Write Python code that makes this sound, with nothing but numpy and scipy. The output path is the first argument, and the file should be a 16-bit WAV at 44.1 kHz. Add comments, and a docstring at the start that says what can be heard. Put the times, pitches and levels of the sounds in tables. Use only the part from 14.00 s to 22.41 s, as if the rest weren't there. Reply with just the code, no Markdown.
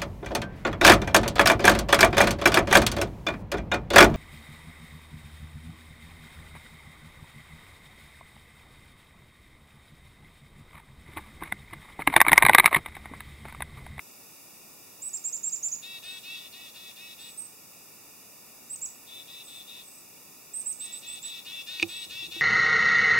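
"""An autumn wood in still air, a camera microphone held below the crowns where chickadees call.
Runs of thin arched notes are each followed by hoarse ones, sung with both sides of the syrinx at once;
there is one lone whistle, and another bird's faint high warble. Twigs, trunks and far trees echo them
over distant air and microphone hiss, with narrow gaps cut by the camera's filters and audio coder.
Near the end the camera body clicks under a finger and is rubbed and nudged a few times."""
import sys
import numpy as np
from scipy import signal
from scipy.fft import rfft, irfft, next_fast_len
from scipy.io import wavfile

SR = 44100
rng = np.random.default_rng(int(sys.argv[2]) if len(sys.argv) > 2 else 0)


def master_out(mix):
    """Clip the mix to full scale and print it as 16-bit PCM to the path in sys.argv[1]."""
    frames = np.transpose(np.atleast_2d(mix))
    ceiling = np.clip(frames, -1, 1)
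    pcm = np.round(ceiling * 32767).astype(np.int16)
    wavfile.write(sys.argv[1], SR, pcm)


N = 370881


def undb(db):
    """Decibels to gain."""
    return 10 ** (np.asarray(db) / 20)


def unit(x):
    """Scale to rms 1."""
    return x / np.sqrt(np.mean(x ** 2))


def clock(length):
    """Sample times over a length in seconds."""
    return np.arange(int(length * SR)) / SR


def colour(x, points):
    """Filter by a spectrum of (f/Hz, gain/dB) points, joined on a log frequency axis."""
    size = next_fast_len(len(x))
    hz, db = np.transpose(points)
    gain = undb(np.interp(np.log(np.fft.rfftfreq(size, 1 / SR) + 1), np.log(hz), db))
    return irfft(rfft(x, size) * gain, size)[:len(x)]


def wander(t, rate):
    """Random drift with a spread near 1 that turns rate times a second."""
    points = rng.standard_normal(int(t[-1] * rate) + 2)
    return np.interp(t * rate, np.arange(len(points)), points) * np.sqrt(3 / 2)


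def phase(hz):
    """Running phase of a moving pitch."""
    return 2 * np.pi * np.cumsum(hz) / SR


def swell(t, length, rise_s, fall_s):
    """Smooth opening and closing of a note."""
    opening = np.sin(np.pi / 2 * np.clip(t / rise_s, 0, 1))
    closing = np.sin(np.pi / 2 * np.clip((length - t) / fall_s, 0, 1))
    return opening * closing


def add(out, s, x, pan_db):
    """Mix a sound in at time s; pan is left minus right."""
    start = int(s * SR)
    x = x[:max(N - start, 0)]
    sides = undb(np.array([[pan_db], [-pan_db]]) / 2)
    out[:, start:start + len(x)] += x * sides / sides.mean()


def air(mid_db=-50.5, stir_db=0.27):
    """Far woodland air stirs gently in the bass under a steady hiss with two narrow gaps."""
    # distant air and hiss, with two deep narrow gaps cut by the camera's filters and audio coder:
    # f/Hz, level/dB
    gapped_spectrum = [(20, 3), (60, -12), (120, -2.5), (230, 0), (500, -4), (1000, -6), (1400, -7),
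                       (1900, -7.5), (2500, -1.5), (2900, -2.5), (3160, -27), (3400, -6), (4000, -8),
                       (4200, -33), (4500, -7.5), (5000, -7), (9000, -8), (15000, -6)]
    # stereo width: f/Hz, side minus mid/dB
    air_width = [(60, -2), (110, -6.5), (200, -7), (380, -4.5), (700, -3), (1290, -4.5), (2380, -12),
                 (4400, 0.5), (8120, -1), (15000, 0)]
    t = np.arange(N) / SR
    mid, side = (unit(colour(rng.standard_normal(N), gapped_spectrum)) for _ in range(2))
    side = colour(side, air_width)
    stereo = np.array([mid + side, mid - side])
    bass = signal.sosfilt(signal.butter(1, 900, fs=SR, output="sos"), stereo)
    stir = undb(-stir_db * wander(t, 4)) - 1
    return undb(mid_db) * (stereo + bass * stir)


def grip():
    """The hand rubs unevenly on the camera body, close to the microphone."""
    # the hand shifting: t/s, level/dB
    hand_moves = [(7.75, -76), (7.85, -58), (8.0, -72), (8.2, -60.5), (8.41, -63)]
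    # its dull rubbing: f/Hz, level/dB
    rub_spectrum = [(30, -12), (100, 2.5), (170, 5), (250, -11), (340, -4), (520, -7), (1000, -24),
                    (3000, -45)]
    t, out = np.arange(N) / SR, np.zeros((2, N))
    db = np.interp(t, *np.transpose(hand_moves), left=-120) + 3 * wander(t, 20)
    rub = unit(colour(rng.standard_normal(N), rub_spectrum))
    add(out, 0, rub * undb(db), pan_db=-6)
    return out


def camera_knocks(attack_s=0.00049):
    """Hard contacts ring the shell's short high modes; the push behind them rings the low ones."""
    # finger on the camera body: t/s, click level/dB, thud level/dB
    knocks = [(7.7979, -16, -52), (7.8230, -22, -37), (7.8268, -5, -74), (7.8291, -8.5, -26.5),
              (8.066, -60, -53), (8.226, -63, -50), (8.283, -60, -49), (8.364, -67, -40.5)]
    # modes of the shell: f/Hz, level/dB, t60/s
    shell_modes = [(335.6, 1, 0.12), (393, -9, 0.035), (104, -14.5, 0.19), (193, -17.5, 0.095),
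                   (495, -10.5, 0.036), (771, -9.5, 0.069), (1190, -29, 0.024), (1880, -31, 0.0073),
                   (2486, -1.5, 0.022), (2740, 2.5, 0.01), (3600, -1.5, 0.0063), (4350, -8, 0.0058),
                   (6640, -9.5, 0.0036), (8200, -11.5, .003)]
    out, t = np.zeros((2, N)), clock(0.18)
    attack = 1 - np.exp(-t / attack_s)
    for s, click_db, thud_db in knocks:
        for hz, db, t60 in shell_modes:
            blow_db, pan_db = (thud_db, -10) if hz < 1000 else (click_db, 0)
            ring = np.sin(2 * np.pi * hz * t) * undb(blow_db + db - 60 * t / t60)
            add(out, s, ring * attack, pan_db)
    return out


def wood(x, far_db, trunks=(), near_db=-10, near_t60=0.19, far_t60=0.33):
    """Twigs scatter the sound at once, trunks throw back single echoes, far trees leave a thin tail."""
    t = clock(.7)
    out = []
    for channel in x:
        near, far = rng.standard_normal((2, len(t))) * (t > .001)
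        near = undb(near_db) * unit(near * undb(-60 * t / near_t60))
        far = undb(far_db) * unit(far * undb(-60 * t / far_t60) * (1 - np.exp(-t / 0.013)))
        echoes = (near + far) / np.sqrt(len(t))
        for delay_s, db in trunks:
            echoes[int(delay_s * SR) + rng.integers(4)] += undb(db)
        out.append(channel + signal.fftconvolve(channel, echoes)[:N])
    return np.array(out)


def microphone_ports(x):
    """The camera body shades and delays one port against the other."""
    # sound arriving from above: f/Hz, left lead/rad, left minus right/dB
    arrival = [(1500, .1, 0), (2700, .4, -1.5), (3500, -1.2, 4.5), (4000, -1.3, 3), (6000, -.2, 0),
               (7300, -.3, 0), (8200, -1.2, -1)]
    hz, lead, balance_db = np.transpose(arrival)
    size = next_fast_len(N)
    f = np.fft.rfftfreq(size, 1 / SR)
    left = np.exp(1j * np.interp(f, hz, lead) / 2) * undb(np.interp(f, hz, balance_db) / 2)
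    return irfft(rfft(x, size) * np.array([left, 1 / left]), size)[:, :N]


def warble(length, pitch_hz, leap_hz=1100, rate_hz=39.3):
    """Another bird's thin whistle leaps up and back some forty times a second, softer on each leap."""
    t = clock(length)
    cycle = phase(rate_hz * (1 + 0.023 * wander(t, 33)))
    leap = np.sin(cycle / 2) ** 6
    hz = pitch_hz + leap_hz * leap + 60 * wander(t, 557)
    db = -8 * leap + 2 * wander(t, 59)
    return unit(np.sin(phase(hz)) * undb(db) * swell(t, length, 0.013, 0.03))


def whistle(length=.095, top_hz=8395, crest_db=-38.5, crest_s=0.018, droop_hz=380, fade_db_per_s=115):
    """A single pure note that crests early, then droops and fades."""
    t = clock(length)
    droop = ((t - crest_s) / (length - crest_s)) ** 2
    hz = top_hz - droop_hz * droop + 25 * wander(t, 540)
    db = crest_db - fade_db_per_s * np.abs(t - crest_s)
    return np.sqrt(2) * np.sin(phase(hz)) * undb(db) * swell(t, length, 0.013, .018)


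def arched_note(length, top_hz, flick_db, drop, second_db, climb_s=.0135, flick_s=.010):
    """A near sine that climbs, levels off and flicks down, fading as the syrinx lets go."""
    t = clock(length + flick_s)
    progress = np.clip(t / length, 0, 1)
    flick = np.clip((t - length) / flick_s, 0, 1)
    climb_hz = 1160 + 0.566 * (8020 - top_hz)  # lower notes climb further
    hz = (top_hz - climb_hz * np.exp(-t / climb_s)) * (1 - drop * flick)
    hz *= 1 + 0.0072 * wander(t, 933)
    release_db = flick_db * np.clip((t - length + .004) / .007, 0, 1) - 9 * flick
    effort_db = -2 * progress ** 2 + release_db + 1.86 * wander(t, 133)
    # the other side of the syrinx may sound along, a little higher
    second_hz = 1.133 * top_hz * (1 - 0.087 * (1 - progress) ** 2 + 0.006 * wander(t, 887))
    voices = np.sin(phase(hz)) + undb(second_db) * np.sin(phase(second_hz)) * (1 - flick)
    return np.sqrt(2) * voices * undb(effort_db) * swell(t, length + flick_s, 0.016, flick_s / 2)


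def thin_calls(second_fade_db_per_s=22):
    """The high voices overhead: runs of arched notes, faint warbles and the lone whistle."""
    # arched notes: t/s, length/s, top f/Hz, level/dB
    notes = [ (1.017, 0.073, 7980, -36), (1.13, 0.038, 7730, -31.5), (1.238, 0.048, 7660, -30.5),
             (1.323, 0.041, 7460, -31.5), (1.428, 0.062, 7580, -29.5), (1.517, 0.04, 7460, -30),
             (1.625, 0.057, 7350, -29), (1.713, .037, 7230, -30.5), (4.695, 0.062, 8220, -37),
             (4.813, 0.043, 7880, -33), (6.532, .078, 8360, -34.3), (6.656, 0.068, 8260, -31),
             (6.79, 0.067, 8180, -37), (6.919, 0.071, 8130, -40), (7.065, 0.092, 8110, -41),
             (7.218, 0.06, 7960, -39)]
    # how each run is sung: t/s, closing flick/dB, its drop/share of pitch, second voice/dB, pan/dB
    runs = [(1.0, -7.5, .48, -11.5, -4.5), (4.6, 1.5, 0.36, -40, -3), (6.5, -3, .39, -40, -5.5)]
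    # the other bird's warbles: t/s, length/s, f/Hz, level/dB, pan/dB
    warbles = [(2.036, 0.18, 8000, -56, -1), (3.189, 0.17, 7900, -53.5, -1), (5.434, 0.18, 8000, -54.5, 0),
               (5.835, 0.19, 8000, -55.5, 1), (7.873, 0.19, 7880, -51, -4)]
    out = np.zeros((2, N))
    for s, length, top_hz, db in notes:
        run_s, flick_db, drop, second_db, pan_db = min(runs, key=lambda run: abs(run[0] - s))
        second_db -= second_fade_db_per_s * (s - run_s)
        add(out, s, undb(db) * arched_note(length, top_hz, flick_db, drop, second_db), pan_db)
    for s, length, pitch_hz, db, pan_db in warbles:
        add(out, s, undb(db) * warble(length, pitch_hz), pan_db)
    add(out, 3.371, whistle(), pan_db=-10)
    return out


def hoarse_note(length, lower_hz, upper_hz, rough, narrow_db, jitter=0.014):
    """Both sides of the syrinx sound: a rasp scoops up, settles into mixed tones, sags and frays."""
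    # tones of the two coupled voices: multiple of the lower, multiple of the upper
    mixtures = [(1, 0), (0, 1), (-1, 2), (-2, 3), (-3, 4), (1, 1), (0, 2), (-1, 3), (3, 0), (2, 1), (1, 2),
                (0, 3)]
    # strength of each tone: level/dB
    mixture_db = [3, 6, -1, .5, -6, 0, -1, -8, -3.5, -9, -4.5, -14]
    # resonances of the bird's throat: f/Hz, gain/dB
    throat = [(1000, -20.5), (1500, -16.5), (1900, -13.5), (2350, -7), (2760, 6), (3050, 0), (3500, 3),
              (3800, 2), (4200, 3.5), (5000, -9.5), (5400, -3.5), (6000, -9.5), (10000, -20.5)]
    t = clock(length)
    edges = (2 * t / length - 1) ** 2  # 1 at either end, 0 mid-note
    ragged = rough + 0.72 * edges ** 2
    scoop = .16 * np.exp(-t / .031)
    sag = 0.0408 * (t / length) ** 4
    tension = 1 - scoop - sag + .005 * wander(t, 35) + jitter * ragged * wander(t, 503.7)
    lower = phase(lower_hz * (tension + 0.0055 * ragged * wander(t, 412)))
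    upper = phase(upper_hz * (tension + 0.0055 * ragged * wander(t, 412)))
    tones = np.zeros(len(t))
    for (a, b), db in zip(mixtures, mixture_db):
        strength = undb(db + 2.5 * wander(t, 12.6))  # the coupling shifts, so each tone swells alone
        tones += strength * np.sin(a * lower + b * upper + rng.uniform(0, 2 * np.pi))
    # air rasps through once per beat of the two voices
    rasp = rng.standard_normal(len(t)) * (1 + np.cos(upper - lower))
    source = unit(tones) * swell(t, length, 0.034, 0.035) + 1.262 * ragged * rasp
    # a narrowed throat favours its main resonance
    narrowing = [(2900, -narrow_db), (3580, 0), (4300, -narrow_db)]
    voice = colour(colour(source, throat), narrowing)
    edge_db = (3 - narrow_db / 2) * edges
    return unit(voice * swell(t, length, 0.022, 0.02) * undb(edge_db))


def hoarse_calls(sung_share=.875, pitch_scatter=0.00398):
    """Each series repeats one note at a steady pace, growing or fading, until the bird breaks off."""
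    # series of hoarse notes: start t/s, end t/s, period/s, lower f/Hz, upper f/Hz, level/dB,
    # crescendo/(dB/s), roughness/0-1, roughness gained/(1/s), throat narrowing/dB
    series = [ (1.817, 2.41, .204, 1529, 1913, -41, 3, 0.3, 0.18, 4.5),
              (2.294, 3.315, .2205, 1590, 1930, -45.7, -.2, .7, -.3, 3.5),
              (5.063, 5.845, .2, 1623, 1970, -45, -0.6, 0.43, 1.23, 12),
              (6.798, 7.43, .214, 1589, 1951, -44.5, 11, 0.72, 0.44, 7.5),
              (7.445, 8.5, .215, 1555, 1932, -37.5, 2, 0.64, -0.027, 6)]
    out = np.zeros((2, N))
    for start, end, period, lower_hz, upper_hz, db, crescendo, first_rough, fraying, narrow_db in series:
        for s in np.arange(start, end - period / 2, period):
            length = min(sung_share * period, end - s)
            tension = 1 + pitch_scatter * rng.standard_normal()
            rough = np.clip(first_rough + fraying * (s - start), 0, 1)
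            note = hoarse_note(length, tension * lower_hz, tension * upper_hz, rough, narrow_db)
            add(out, s, undb(db + crescendo * (s - start)) * note, pan_db=0)
    return out


def birds():
    """The calls carry down from the crowns to the microphone, each kind with its own share of echo."""
    # trunks that echo the thin calls: delay/s, level/dB
    trunks = [(.0052, -16), (.0125, -18), (.031, -17)]
    thin = wood(thin_calls(), far_db=-9, trunks=trunks)
    hoarse = wood(hoarse_calls(), far_db=-10)
    return microphone_ports(thin + hoarse)


def scene():
    """Birds overhead, the camera in the hand, the air around."""
    return birds() + camera_knocks() + grip() + air()


def record(dry, rumble_hz=52, top_hz=15750):
    """The camera notches out a few narrow bands and cuts the rumble and the top."""
    # bands the camera filters out: f/Hz, width/Hz
    notches = [(1600, 310), (2080, 230), (3160, 432), (4200, 334)]
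    for hz, width_hz in notches:
        b, a = signal.iirnotch(hz, hz / width_hz, fs=SR)
        dry = signal.lfilter(b, a, dry)
        if width_hz > 400:  # the widest notch is doubled, so deep and flat
            dry = signal.lfilter(b, a, dry)
    dry = signal.sosfilt(signal.butter(2, rumble_hz, "high", fs=SR, output="sos"), dry)
    return signal.sosfilt(signal.ellip(10, .1, 60, top_hz, fs=SR, output="sos"), dry)


dry = scene()
out = record(dry)
master_out(out)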